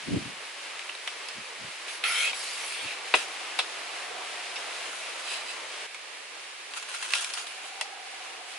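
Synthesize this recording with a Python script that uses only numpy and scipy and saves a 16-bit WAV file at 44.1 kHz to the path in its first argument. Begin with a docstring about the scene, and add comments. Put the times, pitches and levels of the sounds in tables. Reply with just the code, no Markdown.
"""Bamboo lashed by hand beside a forest stream

Struck poles ring as damped modes under noise cracks; a binding strip rasps in three strokes of stick-slip noise.
Dry leaves crackle as filtered random impulses, twigs snap as short noise bursts, and a foot drags on the litter.
A stream of noise and rising bubble tones turns softer, wider and further right at 5.86 s.
A far animal trills in pulsed tones, and puffs of air thump on the microphone as low-frequency noise."""
import sys
import numpy as np
from scipy import signal
from scipy.fft import rfft, irfft, next_fast_len
from scipy.io import wavfile
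from scipy.ndimage import uniform_filter1d, map_coordinates

SR = 44100
rng = np.random.default_rng(int(sys.argv[2]) if len(sys.argv) > 2 else 0)


def bounce(signal):
    """Save signal as a 16-bit WAV file at the path given by the first command-line argument."""
    frames = np.transpose(np.atleast_2d(signal))
    limited = np.clip(frames, -1, 1)
    pcm = np.round(limited * 32767).astype(np.int16)
    wavfile.write(sys.argv[1], SR, pcm)


N = 378378

# spectrum of dry litter, for leaves, twigs and foot: f/Hz, relative spectral level/dB
LITTER = [(100, -54), (280, -45), (700, -9), (1400, -1), (2000, -6), (2700, 0.5), (3800, -5), (5500, -8.5),
          (8000, -8.5), (11000, -9.5)]


def amp(db):
    """Amplitude ratio from decibels: 20 dB per factor of ten."""
    return 10 ** (np.asarray(db) / 20)


def unit(x):
    """Normalisation to an rms of 1."""
    return x / np.sqrt(np.mean(x ** 2) + 1e-20)


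def hold(x, span_s):
    """Normalisation to an rms of 1 over the onset alone."""
    x = unit(x)
    return x / np.sqrt(np.mean(x[:, :round(span_s * SR)] ** 2))


def since(s):
    """Time axis: seconds since time s, for every sample."""
    return np.arange(N) / SR - s


def bell(s, half_s):
    """Gaussian envelope of height 1 at time s, with standard deviation half_s."""
    return np.exp(-.5 * (since(s) / half_s) ** 2)


def surge(s, rise_s, fall_s):
    """Exponential growth to 1 at time s and exponential decay after it, given as time constants."""
    t = since(s)
    return np.exp(-np.minimum(np.maximum(-t / rise_s, t / fall_s), 20))


def wobble(rate):
    """Smooth random modulation of rms 1: a spline through rate random knots a second."""
    knots = rng.standard_normal(int(N * rate / SR) + 4)
    return unit(map_coordinates(knots, [np.arange(N) * rate / SR]))


def along(points, hz):
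    """Interpolation of (f/Hz, value) points on a logarithmic frequency axis."""
    f, value = np.transpose(points)
    return np.interp(np.log(hz + 1), np.log(f), value)


def filtered(x, response):
    """Linear filtering: the spectrum is multiplied by a response of frequency."""
    n = x.shape[-1]
    padded = next_fast_len(n + SR // 8)
    return irfft(rfft(x, padded) * response(np.fft.rfftfreq(padded, 1 / SR)), padded)[..., :n]


def band(x, edge_hz, kind):
    """Causal third-order Butterworth low, band or high pass."""
    return signal.sosfilt(signal.butter(3, edge_hz, kind, fs=SR, output="sos"), x)


def spread(pair, spectrum, width=1):
    """Partial coherence: two unrelated signals mix as mid and side into coloured stereo of rms 1."""
    # left-right correlation at width 1: f/Hz, correlation
    likeness = [(60, 0.85), (130, 0.81), (270, 0.69), (580, 0.56), (1220, 0.38), (2600, 0.67),
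                (5520, 0.025), (11700, 0.7)]

    def mid_side(hz):
        angle = width * np.arccos(np.clip(along(likeness, hz), -1, 1)) / 2
        return amp(along(spectrum, hz)) * np.array([np.cos(angle), np.sin(angle)])

    mid, side = filtered(pair, mid_side)
    return unit(np.array([mid + side, mid - side]))


def ticks(rate, scatter_db):
    """Shot noise: two random trains of impulses of uneven size, rate a second."""
    present = rng.random((2, N)) < rate / SR
    size = rng.standard_normal((2, N)) * amp(scatter_db * rng.standard_normal((2, N)))
    return unit(present * size)


def narrow(hz, width_hz, side_share):
    """Narrow-band noise: slow complex noise shifted up to the frequency curve hz."""
    drive = rng.standard_normal((2, N)) + 1j * rng.standard_normal((2, N))
    slow = signal.sosfilt(signal.butter(2, width_hz / 2, fs=SR, output="sos"), drive)
    mid, side = np.real(slow * np.exp(2j * np.pi * np.cumsum(hz * np.ones(N)) / SR))
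    return unit(np.array([mid + side_share * side, mid - side_share * side]))


def resonant(x, modes):
    """Modal filtering: a body's (f/Hz, bandwidth/Hz, level/dB) resonances in parallel, at rms 1."""
    def body(f):
        total = 0
        for k, (centre, width, db) in enumerate(modes):
            peak = 1j * f * width / (centre * centre - f * f + 1j * f * width)
            total = total + (-1) ** k * amp(db) * peak  # neighbours in opposite phase
        return total

    return unit(band(filtered(x, body), 1340, "high"))


def patchy(x, depth_db):
    """Time-frequency modulation: narrow bands swell and fade as the contact moves."""
    z = signal.stft(x, nperseg=512)[2]
    field = uniform_filter1d(rng.standard_normal(z.shape[1:]), size=3, axis=0)
    field = uniform_filter1d(field, size=13, axis=1)
    return unit(signal.istft(z * amp(depth_db * unit(field)), nperseg=512)[1][:, :N])


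def add(track, s, sound):
    """Superposition of a sound onto a track at time s."""
    part = track[:, round(s * SR):][:, :sound.shape[-1]]
    part += sound[..., :part.shape[-1]]


def poles():
    """Modal impact: each blow cracks and rings the cane, and the hands damp it more or less."""
    # blows on the poles: t/s, level/dB, hollow low ring/dB, splintery treble/dB, decay T60/s,
    # note of the struck spot f/Hz, left over right/dB
    blows = [(0.793, -37, -22, -8, 0.011, 2250, 0), (0.893, -33, -15, -29, 0.02, 2850, -1),
             (.9501, -40, -7, -10, 0.024, 4000, 0), (1.075, -29.5, -9, -10, 0.026, 3100, 1),
             (1.286, -37.5, -13, -2, 0.016, 4540, -5), (2.0392, -26, -15, -18, 0.0075, 2290, 0),
             (2.331, -33, -8.5, -16, 0.027, 2370, 0), (3.139, -14.5, -2.5, -24, 0.043, 2590, 3),
             (3.5889, -20, -7, -9.5, 0.058, 3720, 0.5), (4.558, -34.5, -15, -16, 0.11, 5500, 0),
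             (5.945, -38, -11, -6.5, 0.046, 2290, 0), (7.1361, -20.5, -14.5, -9.5, 0.0096, 2510, 0.5),
             (7.1518, -33, -7, 3.5, 0.037, 2700, 0), (7.245, -32.5, -20, 0.5, 0.022, 3860, 0),
             (7.3366, -40, -9, 9.5, 0.037, 2450, 1), (7.811, -27, -8, -3, 0.026, 2100, -1)]
    # modes of the hollow cane: f/Hz, mean level/dB, ring time as a share of the blow's T60
    cane_modes = [(287, -17.5, 1.5), (413, -21, 3), (755, -2, 1.44), (940, 5, 0.81), (1090, 2.5, 1.04),
                  (1277, 2.5, 0.96), (1633, 3, 0.65), (2002, 8.5, 2.2), (2260, 20, 1.1), (2424, 16, 1.1),
                  (2630, 18, 1.1), (2737, 17, 0.47), (2953, 15, 1.04), (3720, 19.5, 0.74), (4280, -26, .8)]
    # noise of the crack: f/Hz, relative spectral level/dB
    crack_spectrum = [(150, -23), (500, -7.5), (1200, -14.5), (2500, 7), (4000, 1), (5200, -0.5),
                      (7000, -16), (8500, -10.5), (10600, -14)]
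    out, t = np.zeros((2, N)), np.arange(SR // 5) / SR
    strength = lambda x: hold(x, span_s=.01)
    hz, mode_db, share = np.transpose(cane_modes)[:, :, None]
    for s, db, hollow_db, splinter_db, t60, spot_hz, pan_db in blows:
        size = amp(mode_db + rng.normal(0, 1.5, hz.shape))
        # phases differ slightly between left and right
        phase = rng.uniform(0, 2 * np.pi, hz.shape) + rng.normal(0, 0.14, (2, len(hz), 1))
        modes = size * amp(-60 * t / (t60 * share)) * np.sin(2 * np.pi * hz * t + phase)
        ring = np.sum(modes, axis=1)
        crack = spread(rng.standard_normal((2, len(t))), crack_spectrum, width=0.87) * amp(-60 * t / t60)
        # a longer contact also takes longer to build up
        build = 1 - np.exp(-t / (.015 * t60))
        blow = (strength(ring) + 1.06 * strength(crack)) * build
        # only a heavy blow reaches the deepest modes
        lowest_hz = np.interp(db, [-22, -16], [640, 330])
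        hollow = band(blow, [lowest_hz, 1450], "band")
        wall = band(blow, [1600, 3700], "band")
        spot = band(crack, [spot_hz * .92, spot_hz * 1.08], "band")
        splinter = band(crack, 6000, "high")
        sound = 0.74 * strength(wall) + 0.51 * strength(spot)
        sound = sound + amp(hollow_db) * strength(hollow) + amp(splinter_db) * strength(splinter)
        add(out, s, amp(db + np.array([[pan_db], [-pan_db]]) / 2) * sound)
    return out


def strip():
    """Stick-slip friction: catching fibres excite the cane while the strip is hauled round the joint."""
    # slack taken up, a hard haul, the tail drawn through: t/s, length/s, rasp level/dB,
    # rasp change over the stroke/dB, hiss level/dB, hiss change/dB, groan level/dB, starting f/Hz, rise/Hz
    strokes = [(1.878, 0.11, -34.5, -36, -41.5, 0, -70, 2300, -2),
               (2.035, 0.28, -33.5, 10, -30.5, 1, -34.5, 1880, 760),
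               (2.34, .61, -52, 19.5, -33.5, -6, -60, 2290, 199.5)]
    # noise of the fibres: f/Hz, relative spectral level/dB
    fibre_spectrum = [(200, -41), (600, -13), (1200, -10), (2000, -5), (3300, -7.5), (4700, -1.5),
                      (6500, -8), (8500, -6.5), (10600, -3.5)]
    # resonances of the cane under the strip: f/Hz, bandwidth/Hz, level/dB
    rubbed_modes = [(1290, 150, -12), (1790, 140, -6), (2205, 80, 6), (2590, 230, 5), (3220, 450, 2.5),
                    (3840, 500, -4), (4370, 150, -7.5), (5430, 200, -31)]
    grip_s, let_go_share = 0.0069, 0.28  # a stroke bites at once and eases off over its last part
    groan_fade_db = 12  # the pole groans less as the strip tightens over a stroke
    rasp_gain, hiss_gain, groan_gain, hz = np.zeros((4, N))
    for s, length, rasp_db, rasp_change_db, hiss_db, hiss_change_db, groan_db, start_hz, rise_hz in strokes:
        tension = np.clip(since(s) / length, 0, 1)
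        grip = np.clip(since(s) / grip_s, 0, 1)
        sliding = grip * np.sqrt(np.clip((1 - tension) / let_go_share, 0, 1))
        rasp_gain = rasp_gain + sliding * amp(rasp_db + rasp_change_db * tension)
        hiss_gain = hiss_gain + sliding * amp(hiss_db + hiss_change_db * tension)
        groan_gain = groan_gain + sliding * amp(groan_db - groan_fade_db * tension)
        hz = np.where((since(s) > 0) | (hz == 0), start_hz + rise_hz * tension, hz)
    catch = amp(0.65 * wobble(110))

    def fibres():
        scrape = spread(ticks(rate=12000, scatter_db=-2.0), fibre_spectrum, width=0.7)
        return patchy(scrape, depth_db=4.5)

    free_length = narrow(hz, width_hz=430, side_share=.35)
    rasp = unit(band(free_length, 1350, "high") + 1.8 * resonant(fibres(), rubbed_modes))
    groan = narrow(hz=1366, width_hz=170, side_share=0.23)
    return catch * (rasp_gain * rasp + hiss_gain * fibres() + groan_gain * groan)


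def stirring():
    """Incoherent addition: the rustles' envelopes add in power to one measure of leaf movement."""
    # leaves brushed by the body or shaken by the poles: peak t/s, level/dB, rise and fall time constants/s
    rustles = [(3.15, -32, .005, .07), (4.95, -42, .35, 0.38), (5.33, -37, .045, .05),
               (6.774, -35, .03, .04), (6.9, -35.5, .018, .19), (7.035, -34.5, .015, .05),
               (7.14, -30.5, .035, .2), (7.375, -39, .01, .1), (7.66, -41, .035, 0.038),
               (8.26, -45, .05, .07), (8.5, -48.5, 0.092, .3)]
    return np.sqrt(sum((amp(db) * surge(s, rise, fall)) ** 2 for s, db, rise, fall in rustles))


def leaves():
    """Crackling noise: fine and sharper random impulses in clumps over a soft brushing noise."""
    fine, sharp = ticks(rate=3000, scatter_db=1), ticks(rate=400, scatter_db=0)
    crackle = fine + .7 * sharp + .6 * rng.standard_normal((2, N))
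    return stirring() * amp(2.4 * wobble(80)) * patchy(spread(crackle, LITTER), depth_db=3.0)


def small_snaps(count):
    """Random events of varying rate: lesser snaps fall most often where the leaves move hardest."""
    body_over_db, treble_over_db, scatter_db = 15, -1, 1.5  # first two relative to the rustle
    stir = stirring()
    work_done = np.cumsum(stir ** 2) / np.sum(stir ** 2)
    share = (np.arange(count) + rng.random(count)) / count
    at = np.searchsorted(work_done, share).clip(0, N - 1)
    db = 20 * np.log10(stir[at]) + scatter_db * rng.standard_normal(count)
    return list(zip(at / SR, db + body_over_db, db + treble_over_db))


def twigs():
    """Brittle fracture: short dry noise bursts that decay without a ring."""
    # the loudest snaps, levels ahead of the mixing gains: t/s, body level/dB, treble level/dB
    loud_snaps = [(2.7226, -18, -45), (6.7358, -16, -38), (6.8264, -21, -36), (6.887, -19, -44),
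                  (7.0257, -12.5, -32), (7.106, -15.5, -32), (7.1968, -16.5, -38), (7.2087, -22, -26),
                  (7.2249, -21, -31), (7.3038, -19, -42), (7.3738, -16, -46), (7.4687, -18, -38)]
    out, t = np.zeros((2, N)), np.arange(SR // 16) / SR
    for s, db, treble_db in [*loud_snaps, *small_snaps(count=26)]:
        burst = spread(rng.standard_normal((2, len(t))), LITTER, width=0.79)
        body = unit(band(burst, [500, 4500], "band")) * amp(-60 * t / 0.028)  # T60 in s
        treble = unit(band(burst, 6100, "high")) * amp(-60 * t / 0.041)
        add(out, s, 0.22 * amp(db) * body + 0.92 * amp(treble_db) * treble)
    return out


def foot():
    """Granular friction: a foot's gritty, slightly squeaky drag excites resonances of the litter."""
    # drags over the litter: t/s, level/dB, standard deviation in time/s
    drags = [(5.323, -37, 0.054), (5.5, -40.5, 0.024)]
    # resonances of the litter under the foot: f/Hz, bandwidth/Hz, level/dB
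    scuff_modes = [(2580, 110, 5), (3040, 200, 1), (4000, 310, 3.5), (4600, 180, -10), (4760, 240, 5),
                   (8100, 320, 1.5), (10030, 400, -2), (10160, 300, 4.5)]
    pressure = sum(amp(db) * bell(s, half) for s, db, half in drags)
    grit = spread(ticks(rate=4000, scatter_db=1), LITTER)
    return pressure * amp(1.7 * wobble(60)) * resonant(grit, scuff_modes)


def nearby(x):
    """Comb filtering: early reflections from poles and stones give fixed peaks and dips."""
    # reflections: delay at left t/s, delay at right t/s, gain
    reflections = [(.0019, .0021, 0.052), (.0034, .0033, 0.0099), (.0056, .0058, .25), (.0093, .0088, 0.14)]
    out = x.copy()
    for left_s, right_s, gain in reflections:
        out += gain * np.array([np.roll(side, round(d * SR)) for side, d in zip(x, (left_s, right_s))])
    return out / np.sqrt(1 + np.sum(np.transpose(reflections)[2] ** 2))


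def forest(x):
    """Diffuse scattering: stems and foliage add a short tail whose decay depends on frequency."""
    # reverberation: f/Hz, T60/s
    decay = [(200, 0.27), (1000, 0.06), (2700, 0.1), (6000, 0.24), (11000, 0.072)]
    hz, t, z = signal.stft(rng.standard_normal((2, SR // 2)), SR, nperseg=256)
    tail = signal.istft(z * amp(-60 * t / along(decay, hz)[:, None]), SR, nperseg=256)[1]
    return signal.fftconvolve(x, tail / np.linalg.norm(tail[0]), axes=1)[:, :N]


def bubbles(count, pitch_hz, cycles):
    """Bubble resonance: small bubbles ring briefly with rising pitch, starting at pitch_hz to 6 pitch_hz."""
    out, t = np.zeros((2, N)), np.arange(SR // 50) / SR
    for when, size, side, pitch in rng.random((count, 4)):
        hz = pitch_hz * 6 ** pitch
        age = t * hz / cycles
        tone = age * np.exp(-3 * age) * np.sin(2 * np.pi * hz * t * (1 + 0.061 * age))
        add(out, when * (N - 1) / SR, size ** 3 * np.array([[side], [1 - side]]) * tone)
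    return unit(out)


def water(levels, splash_db, width, gurgle_right_db, splash_right_db):
    """Turbulent flow noise with entrained bubbles: the splash swells less than the gurgle."""
    # f/Hz, relative spectral level/dB
    gurgle_spectrum = [(25, -58), (60, -29), (140, -23.5), (220, -19), (300, -7.5), (400, -0.5), (600, 1),
                       (1200, 3.5), (1700, -3), (3000, -8.5), (6000, -51)]
    splash_spectrum = [(100, -66), (400, -35), (1000, -23), (1600, -6.5), (2300, -3), (2750, -4),
                       (3300, -6.5), (4500, -9), (6500, -14.5), (9000, -17), (11000, -19)]
    gurgle_db, splash_follows = 2, 0.42  # gurgle over the level; share of the swell the splash follows
    level_db = np.interp(since(0), *np.transpose(levels))
    swell_db = level_db - np.mean([db for s, db in levels])

    def flow(spectrum, right_db):
        noise = rng.standard_normal((2, N)) + 0.33 * ticks(rate=1500, scatter_db=2.5)
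        return amp([[-right_db], [right_db]]) * spread(noise, spectrum, width)

    gurgle = flow(gurgle_spectrum, gurgle_right_db) + 0.27 * bubbles(count=2500, pitch_hz=415.6, cycles=9.3)
    splash = flow(splash_spectrum, splash_right_db)
    gurgle_gain = amp(level_db + gurgle_db + 0.95 * wobble(14))
    splash_gain = amp(splash_db + splash_follows * swell_db + 0.7 * wobble(11))
    return gurgle_gain * gurgle + splash_gain * splash


def stream():
    """Equal-power crossfade: from the second listening spot the stream is softer, wider and to the right."""
    # base level of the water at each spot: t/s, level/dB
    first_levels = [(0.4, -50), (1.86, -48.5), (2.12, -47), (4.3, -44), (5.6, -46.5)]
    second_levels = [(5.9, -52.5), (8.58, -50)]
    move_s, fade_s = 5.86, .01
    moved = np.clip(since(move_s) / fade_s, 0, 1) * np.pi / 2
    first = water(first_levels, splash_db=-39.0, width=1.0, gurgle_right_db=0.5, splash_right_db=0)
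    second = water(second_levels, splash_db=-42.5, width=1.2, gurgle_right_db=1.9, splash_right_db=0.56)
    return np.cos(moved) * first + np.sin(moved) * second


def trill():
    """Amplitude modulation: soft hoots roll, strong and weak in turn, half blurred by the trees."""
    # a far animal's calls: peak t/s, level/dB, top f/Hz
    calls = [(3.2, -51.5, 770), (4.08, -47, 744.6), (7.82, -47.5, 790)]
    rise_s, fall_s = .32, .8  # time constants
    climb_hz_per_s, sag_hz_per_s = 160, 90
    gains = np.array([amp(db) * surge(s, rise_s, fall_s) for s, db, _ in calls])
    # each call climbs as it swells and sags as it fades
    peak_s, _, top_hz = np.array(calls)[gains.argmax(axis=0)].T
    hz = top_hz - np.maximum(-climb_hz_per_s * since(peak_s), sag_hz_per_s * since(peak_s))
    beat = 28.8 * since(0) + .06 * wobble(9)  # hoots a second, slightly uneven
    roll = np.sin(np.pi * beat) ** 4 * (1 + .4 * np.sin(np.pi * beat))
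    phase = 2 * np.pi * np.cumsum(hz * (1 + 0.0152 * wobble(30))) / SR
    hoots = unit(roll * np.sin(phase))
    blur = narrow(hz, width_hz=110, side_share=.7)
    return gains.max(axis=0) * (.72 * hoots + .7 * blur)


def puffs():
    """Turbulent pressure: eddies thump on the microphone, loosely correlated between left and right."""
    # puffs of air: t/s, level/dB, standard deviation in time/s
    gusts = [(0.094, -34, .016), (0.152, -24.5, 0.017), (.19, -43, 0.086), (1.378, -50.5, 0.022),
             (1.642, -50.5, 0.032), (2.304, -66, .05), (2.854, -48, 0.015), (4.164, -67, .044)]
    # noise of the eddies: f/Hz, relative spectral level/dB
    eddy_spectrum = [(25, -32), (60, -17), (125, -1), (280, 0), (400, -10.5), (650, -20), (1500, -54)]
    out = np.zeros((2, N))
    flutter = amp(4 * wobble(70))  # a puff arrives in uneven lumps
    eddies = spread(rng.standard_normal((2, N)), eddy_spectrum, width=1.6) * flutter
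    for s, db, half in gusts:
        swell = bell(s, half)
        puff = swell * eddies
        out += amp(db) * puff * np.sqrt(np.mean(swell ** 2) / np.mean(puff ** 2))
    return out


def scene():
    """Superposition of the close handwork, its scattered tail and the sounds around it."""
    work = poles() + foot() + nearby(strip() + leaves() + twigs())
    return work + amp(-5.5) * forest(work) + stream() + trill() + puffs()


def record(dry):
    """Band limitation: the deepest bass is thinned and nothing is kept from the top limit up."""
    top_hz = 11120
    return filtered(band(dry, 45, "high"), lambda hz: hz < top_hz)


dry = scene()
out = record(dry)
bounce(out)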